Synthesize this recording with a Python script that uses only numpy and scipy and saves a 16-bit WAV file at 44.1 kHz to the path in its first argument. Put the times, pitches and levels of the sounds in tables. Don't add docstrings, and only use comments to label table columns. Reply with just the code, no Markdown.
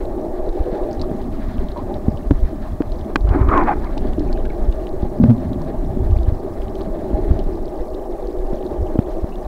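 import sys
import numpy as np
from scipy import signal
from scipy.fft import rfft, irfft, next_fast_len
from scipy.io import wavfile
from scipy.ndimage import uniform_filter1d

SR = 44100
rng = np.random.default_rng(int(sys.argv[2]) if len(sys.argv) > 2 else 0)


def unload_wav(signal):
    wavfile.write(
        sys.argv[1],
        SR,
        np.round(np.clip(np.atleast_2d(signal).T, -1, 1) * 32767).astype(np.int16),
    )


def makeup_ratio(level_db):
    decades = np.asarray(level_db, float) / 20
    return 10 ** decades


N = 417625
CEILING = 0.83

# start_s, surge_db (large eddies), churn_db (small eddies)
WATER_FLOW = [(0.0, -24.5, -33), (0.7, -29, -47), (1.1, -26.5, -29.5), (1.5, -25, -32), (1.95, -24, -32.5),
              (2.75, -24.5, -37), (3.0, -26.5, -35), (3.6, -22.5, -33.5), (4.3, -20, -32.5),
              (4.9, -23, -39), (5.15, -27, -32), (5.6, -24.5, -26), (5.95, -22, -32.5), (6.55, -28.5, -37),
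              (7.4, -18, -32.5), (7.9, -25.5, -44.5), (8.7, -23.5, -41), (9.47, -26, -40.5)]


def evened(x):
    return x / np.sqrt(np.mean(x ** 2) + 1e-20)


def columns(rows):
    s, *values = np.transpose(rows)
    return [np.interp(np.arange(N) / SR, s, v) for v in values]


def add(mix, start_s, sound):
    part = mix[round(start_s * SR):][:len(sound)]
    part += sound[:len(part)]


def lumps(depth_db, ms):
    span = max(int(ms * SR / 1000), 2)
    wander = uniform_filter1d(uniform_filter1d(rng.standard_normal(N), span), span)
    return makeup_ratio(depth_db * evened(wander))


def gusty(depth_db, ms):
    return rng.standard_normal(N) * lumps(depth_db, ms)


def coloured(x, points):
    lower = (points[0][0] / 2, -80)
    upper = (points[-1][0] * 0.99, -90)
    f, db = np.transpose([lower] + list(points) + [upper])
    size = next_fast_len(N)
    hz = np.fft.rfftfreq(size, 1 / SR)
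    gain = makeup_ratio(np.interp(np.log(hz + 1), np.log(f + 1), db))
    return evened(irfft(rfft(x, size) * gain, size)[:N])


def resonate(x, hz, width_hz):
    r = np.exp(-np.pi * width_hz / SR)
    if np.ndim(hz) == 0:
        turn = 1
        pole = r * np.exp(2j * np.pi * hz / SR)
    else:
        turn = np.exp(2j * np.pi * np.cumsum(hz) / SR)
        pole = r
    smooth = signal.lfilter([(1 - r) ** 2], [1, -2 * pole, pole ** 2], x / turn + 1e-18)
    return 2 * (turn * smooth).real


def ring(hz, t60_s, rise_s, bend=0.):
    t = np.arange(int(1.3 * t60_s * SR) + 50) / SR
    shape = (1 - np.exp(-t / rise_s)) * makeup_ratio(-60 * t / t60_s)
    return shape / shape.max() * np.sin(2 * np.pi * hz * t * (1 + bend * t / t60_s))


def flow():
    # start_s, signed_peak, pitch_hz
    shove_rows = [(0.608, -0.44, 43.7), (1.593, 0.31, 45), (2.086, 0.5, 71), (2.314, 0.67, 65.6),
                  (2.355, -0.36, 27), (2.433, -0.69, 40), (2.454, 0.38, 37), (3.251, 0.59, 52.5),
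                  (3.291, 0.39, 45.7), (3.313, 0.83, 59), (3.396, 0.093, 56), (3.416, -0.95, 75),
                  (3.489, -0.67, 59), (4.338, -0.55, 28), (4.469, 0.33, 31), (4.693, 0.69, 41),
                  (5.036, 0.31, 54.6), (5.239, -0.8, 77.7), (6.007, -0.33, 44.5), (6.048, 0.35, 44),
                  (6.102, -0.29, 54), (6.132, 0.84, 51.6), (6.168, -0.62, 57.4), (6.286, -0.81, 62),
                  (6.325, 0.41, 73), (7.147, -0.48, 44), (7.314, 1, 57), (8.829, 0.51, 55),
                  (8.993, -0.52, 77.6), (9.237, 0.29, 47.6)]
    # start_s, signed_peak, pitch_hz, swings
    rock_rows = [(0.5, 0.25, 24, .5), (3.22, -0.29, 39.4, 0.88), (3.271, 0.31, 48, 0.54),
                 (3.45, -0.34, 62.7, 1.8), (5.8, -0.16, 36, 1), (6.071, -0.35, 41, 0.54),
                 (6.114, -0.27, 98, 1.2), (6.203, 0.32, 53, 0.89), (3.93, 0.23, 30, 0.66),
                 (8.4, 0.26, 35, 0.43), (2.925, 0.2, 36, .5), (2.275, -0.3, 37, .5), (2.393, -.23, 49, .4),
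                 (8.81, -0.2, 55, 1.5)]
    shove_swings, wake_s, surge_wake, churn_wake = 0.39, 0.06, 10, 16

    shoves = np.zeros(N)
    t = np.arange(-3000, 3001) / SR
    for s, peak, hz, swings in [(*row, shove_swings) for row in shove_rows] + list(rock_rows):
        add(shoves, s + t[0], peak * np.cos(2 * np.pi * hz * t) * np.exp(-(t * hz / swings) ** 2))

    keep = np.exp(-1 / (wake_s * SR))
    wake = signal.filtfilt([1 - keep], [1, -keep], abs(shoves))
    surge_db, churn_db = columns(WATER_FLOW)
    surge = coloured(gusty(3.1, 53), [(9, -1), (22, 0.5), (45, -7.5), (65, -11)])
    churn = coloured(gusty(5.2, 25), [(55, -5), (75, 2), (125, -6), (180, -9.5)])
    eddies = (1 + surge_wake * wake) * makeup_ratio(surge_db) * surge
    eddies += (1 + churn_wake * wake) * makeup_ratio(churn_db) * churn
    swept = 1 + 8 * uniform_filter1d(abs(shoves), size=1500)
    return shoves + eddies / swept


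def hum():
    # start_s, drive_db, brightness_db
    drive_rows = [(0.0, 3, 1), (0.3, 1.5, -2.5), (0.7, 5.5, 4.5), (1.2, 0, 0.5), (1.42, -13, 5),
                  (1.9, -1, 2), (2.4, -5.5, 1.5), (2.7, -12, 1.5), (3.1, -2.5, -0.5), (3.8, -7, 4.5),
                  (4.35, 0.5, 1.5), (5.3, -2.5, 0), (6.1, -1, -0.5), (6.7, -2.5, 1), (7.15, 5, 4.5),
                  (7.55, 0, -1), (8.8, 2, -1.5), (9.47, -4.5, -0.5)]
    # pitch_hz, width_hz, level_db
    hollow_modes = [(362.2, 94, 2.5), (326.5, 84, -8.5)]
    # pitch_hz, width_hz, level_db
    wall_modes = [(229.6, 113, 0)]
    # pitch_hz, width_hz, level_db
    narrow_modes = [(492.3, 50, 0)]
    # pitch_hz, width_hz, level_db
    upper_modes = [(615.3, 103, 7.5), (800, 120, 0.5), (720, 187, -2), (517, 74, -17.5)]
    # pitch_hz, density_db (per Hz)
    wash_spectrum = [(1100, 7), (1400, 10), (1750, 11.5), (2200, 3.5), (2800, -4.5), (4200, -1),
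                     (5500, -16.5), (7500, -49)]
    # pitch_hz, density_db (per Hz)
    leak_spectrum = [(850, -1.5), (1000, 1), (1180, 1), (1350, -12)]

    drive_db, bright_db = columns(drive_rows)
    stir_db = columns(WATER_FLOW)[1] + 36
    banks = [(-29.5 + drive_db, hollow_modes),
             (-35 + stir_db, wall_modes),
             (-43 + drive_db - 0.6 * stir_db, narrow_modes),
             (-33.5 + 0.51 * drive_db + 0.2 * bright_db, upper_modes)]
    wash_db = -54 + 0.085 * drive_db + bright_db
    leak_db = -48.5
    out = makeup_ratio(leak_db) * coloured(gusty(1.6, 25), leak_spectrum)
    out += makeup_ratio(wash_db) * coloured(gusty(1.96, 22), wash_spectrum)
    for level_db, modes in banks:
        bank = np.zeros(N)
        for hz, width_hz, db in modes:
            bank += makeup_ratio(db) * evened(resonate(gusty(2.15, 20.5), hz, width_hz))
        out += makeup_ratio(level_db) * evened(bank)
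    return out * lumps(1.22, 23.7)


def glugs():
    # start_s, signed_peak, pitch_hz,
    # t60_s
    pockets = [(0.726, -0.15, 208, 0.034), (1.115, -0.45, 245, 0.012), (2.082, -0.64, 232, 0.041),
               (2.309, -0.92, 290, 0.051), (2.315, 0.31, 142, 0.076), (2.53, -0.13, 309, 0.097),
               (2.805, -0.51, 313, 0.037), (3.1591, -0.44, 303, 0.031), (3.359, -0.41, 300, 0.058),
               (3.97, -0.13, 296, 0.067), (4.182, -0.29, 317, 0.074), (4.206, -0.29, 310, 0.12),
               (5.030, -0.33, 220, 0.029), (5.200, -0.56, 234, 0.15), (5.212, -0.4, 132, .06),
               (5.222, 0.42, 170, 0.17), (5.237, -0.89, 236.5, 0.13), (5.256, -0.51, 125, 0.044),
               (5.559, -0.2, 270, 0.048), (5.971, -0.3, 238, 0.027), (6.874, -0.16, 198, 0.052),
               (7.111, -0.13, 256, 0.032), (7.131, -0.29, 267, 0.025), (7.307, -0.22, 212, 0.067),
               (8.434, 0.0089, 316, 0.057), (8.531, -0.36, 229, 0.011), (8.9559, 0.48, 337, 0.024),
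               (8.9895, 1.02, 241, 0.021), (9.150, -0.0036, 290, .04), (9.243, -0.38, 238, 0.011)]
    # start_s, peak, pitch_hz, t60_s, rise_s
    gulp = [
        (5.283, 0.76, 122, 0.16, 0.0072),
        (5.2905, 0.56, 245, 0.11, 0.048),
    ]
    # start_s, peak_db, pitch_hz, t60_s
    bubbles = [(0.799, -33, 1040, 0.096), (1.016, -29.5, 4600, .012), (1.034, -31, 1150, 0.031),
               (1.755, -28, 1013, 0.11), (2.8065, -15, 430, 0.014), (3.422, -23, 1150, .04),
               (3.512, -12, 1220, .06), (3.552, -9.5, 1010, .09), (3.595, -19, 1130, .05),
               (3.613, -13, 877, 0.057), (3.676, -11, 786, 0.1105), (3.684, -30.5, 2320, 0.029),
               (3.853, -32.5, 1100, 0.064), (3.856, -38, 2210, 0.038), (3.967, -25, 800, 0.042),
               (4.288, -44, 2400, 0.019), (4.298, -41, 1450, .04), (4.352, -47, 2700, 0.032),
               (4.375, -34, 1500, 0.0068), (4.448, -38, 1510, 0.045), (4.485, -42, 1490, .05),
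               (4.498, -36.5, 2300, 0.024), (5.238, -14, 630, 0.014), (5.605, -30, 1010, 0.031),
               (6.163, -40, 2250, 0.019), (8.86, -47.5, 2870, 0.033), (9.318, -45, 2650, 0.066)]

    out = np.zeros(N)
    for s, peak, hz, t60_s in pockets:
        add(out, s, peak * ring(hz, t60_s, 0.00046, bend=-0.094))
        add(out, s, 0.026 * peak * ring(566, 0.013, 0.00091))
    for s, peak, hz, t60_s, rise_s in gulp:
        add(out, s, peak * ring(hz, t60_s, rise_s, bend=-0.1))
    clusters = rng.uniform(-1, 1, (len(bubbles), 7, 2))
    for (s, db, hz, t60_s), cluster in zip(bubbles, clusters):
        for late, size in cluster:
            bubble = ring(hz * (1 + 0.1 * size), 0.59 * t60_s, 0.048 * t60_s, bend=0.011)
            add(out, s + 0.4 * t60_s * abs(late), makeup_ratio(db - 6.5) * bubble)
    return out


def grip():
    # (in the hollow, above level_db)
    slip_rows = [(3.27, -35.5, 766, 5), (3.358, -26.5, 860, 4), (3.472, -32, 1110, 7),
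                 (3.515, -15.5, 1200, -4.5), (3.654, -23.5, 865, 4.5), (3.69, -16.5, 780, -7),
                 (3.79, -40, 807, 10.5), (3.86, -34.5, 990, -4), (3.91, -43, 838, 0)]
    # pitch_hz, density_db (per Hz)
    rub_spectrum = [(500, -4), (800, -5), (1250, -7.5), (1600, -12.5), (2450, -23.5), (2700, -34),
                    (6000, -55)]
    # start_s, strength
    knocks = [(2.309, .13), (2.8205, .1), (3.1582, 1), (3.1607, .65), (3.1628, .12), (5.24, .1),
              (7.312, .05), (8.9905, .05)]
    # pitch_hz, level_db, t60_s
    shell_modes = [(664, -12.5, 0.008), (1080, -5, 0.0058), (1460, -5.5, 0.005), (2500, -13, 0.0063),
                   (2920, -15.5, 0.0035), (3900, -18.5, 0.003), (6500, -30, .002)]

    level_db, squeezed_hz, thud_db = columns(slip_rows)
    t = np.arange(N) / SR
    on = (t > slip_rows[0][0]) & (t < slip_rows[-1][0])
    catches = 1 + 2.5 * (rng.random(N) < 1500 / SR)
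    slips = np.tanh(0.6 * gusty(2.5, 3) * lumps(1.5, 25) * catches)
    rub = coloured(slips, rub_spectrum) + 0.35 * evened(resonate(slips, squeezed_hz, 300))
    thud = makeup_ratio(thud_db) * evened(resonate(slips, 315, 180))
    out = on * makeup_ratio(level_db) * (lumps(2.74, 10) * evened(rub) + thud)
    for s, strength in knocks:
        for hz, db, t60_s in shell_modes:
            add(out, s, strength * makeup_ratio(db) * ring(hz, t60_s, 0.00054))
    return out


def shrimp():
    # start_s, peak_db, centre_hz
    clear = [(0.0544, -38, 3700), (0.9123, -35, 4300), (0.9303, -34, 5260), (1.0151, -25.5, 4600),
             (1.2156, -40, 3830), (1.3244, -38, 3040), (1.5823, -35.5, 2860), (1.6861, -34, 3600),
             (1.7754, -37, 3470), (1.941, -33.5, 3670), (2.173, -34, 3160), (2.9198, -34.5, 3920),
             (3.2909, -33, 3280), (3.4885, -28, 3070), (3.9779, -27.5, 3800), (4.3286, -27, 4120),
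             (4.373, -39, 2730), (4.4538, -34, 2900), (4.8693, -31, 3230), (5.0225, -39.5, 4030),
             (5.5318, -33.5, 3900), (6.1105, -36.5, 3120), (6.2317, -39, 4430), (7.656, -38, 4500),
             (7.9433, -39, 3820), (6.8164, -33.5, 4350), (6.6817, -38, 3030), (7.3911, -32.5, 4070),
             (8.6268, -37, 2950), (9.3561, -39, 3470)]

    out = np.zeros(N)
    t = np.arange(1100) / SR
    chance = rng.uniform([0, -1, -1], 1, size=(24, 3))
    strays = [0, -37.5, 3750] + chance * [N / SR - 0.1, 3.5, 710]
    snaps = np.vstack([clear, strays])
    decay = np.exp(-t / 0.0008) + 0.22 * np.exp(-t / 0.006)
    for s, db, hz in snaps:
        echoes = resonate(rng.standard_normal(len(t)) * decay, hz, 1500)
        add(out, s, makeup_ratio(db) * echoes / abs(echoes).max())

    colony = lumps(4, 50) / 1.2
    struck = rng.random(N) < 312 * colony / SR
    sizes = makeup_ratio(4.0 * np.minimum(rng.exponential(1, N), 3.5)) * struck
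    kind = rng.integers(0, 12, N)
    for k, hz in enumerate(np.geomspace(2300, 6500, 12)):
        crackle = signal.oaconvolve(sizes * (kind == k), ring(hz, 30 / hz, 0.0002))[:N]
        out += makeup_ratio(-59.5 - 11 * np.log2(hz / 4000) ** 2) * crackle
    return out


def scene():
    fade = np.clip(np.minimum(np.arange(N), np.arange(N)[::-1]) / 200, 0, 1)
    return (fade * (flow() + hum() + glugs() + grip() + shrimp()))[None]


def low_pass(x):
    return signal.sosfilt(signal.butter(12, 16530, fs=SR, output="sos"), x)


def record(dry):
    # pitch_hz, density_db (per Hz)
    hiss_spectrum = [(2940, -32), (5000, -9), (6160, -9.5), (12700, -11), (14200, -13.5), (16000, -11)]
    # pitch_hz, level_db (rms)
    whine_tones = [(13631, -83), (13690, -76), (13749, -85), (13808, -88)]
    hiss_db, edge_hz = -61.5, 15750

    t = np.arange(N) / SR
    capacitor = signal.butter(1, 4, "high", fs=SR)
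    clipped = signal.lfilter(*capacitor, np.clip(dry, -CEILING, CEILING))
    hiss = makeup_ratio(hiss_db) * coloured(gusty(0.86, 10), hiss_spectrum)
    whine = sum(np.sqrt(2) * makeup_ratio(db) * np.sin(2 * np.pi * hz * t) for hz, db in whine_tones)
    spectrum = rfft(np.clip(clipped, -CEILING, CEILING) + hiss + whine)
    spectrum = spectrum * (np.fft.rfftfreq(N, 1 / SR) < edge_hz)
    return low_pass(irfft(spectrum, N))


dry = scene()
out = record(dry)
unload_wav(out)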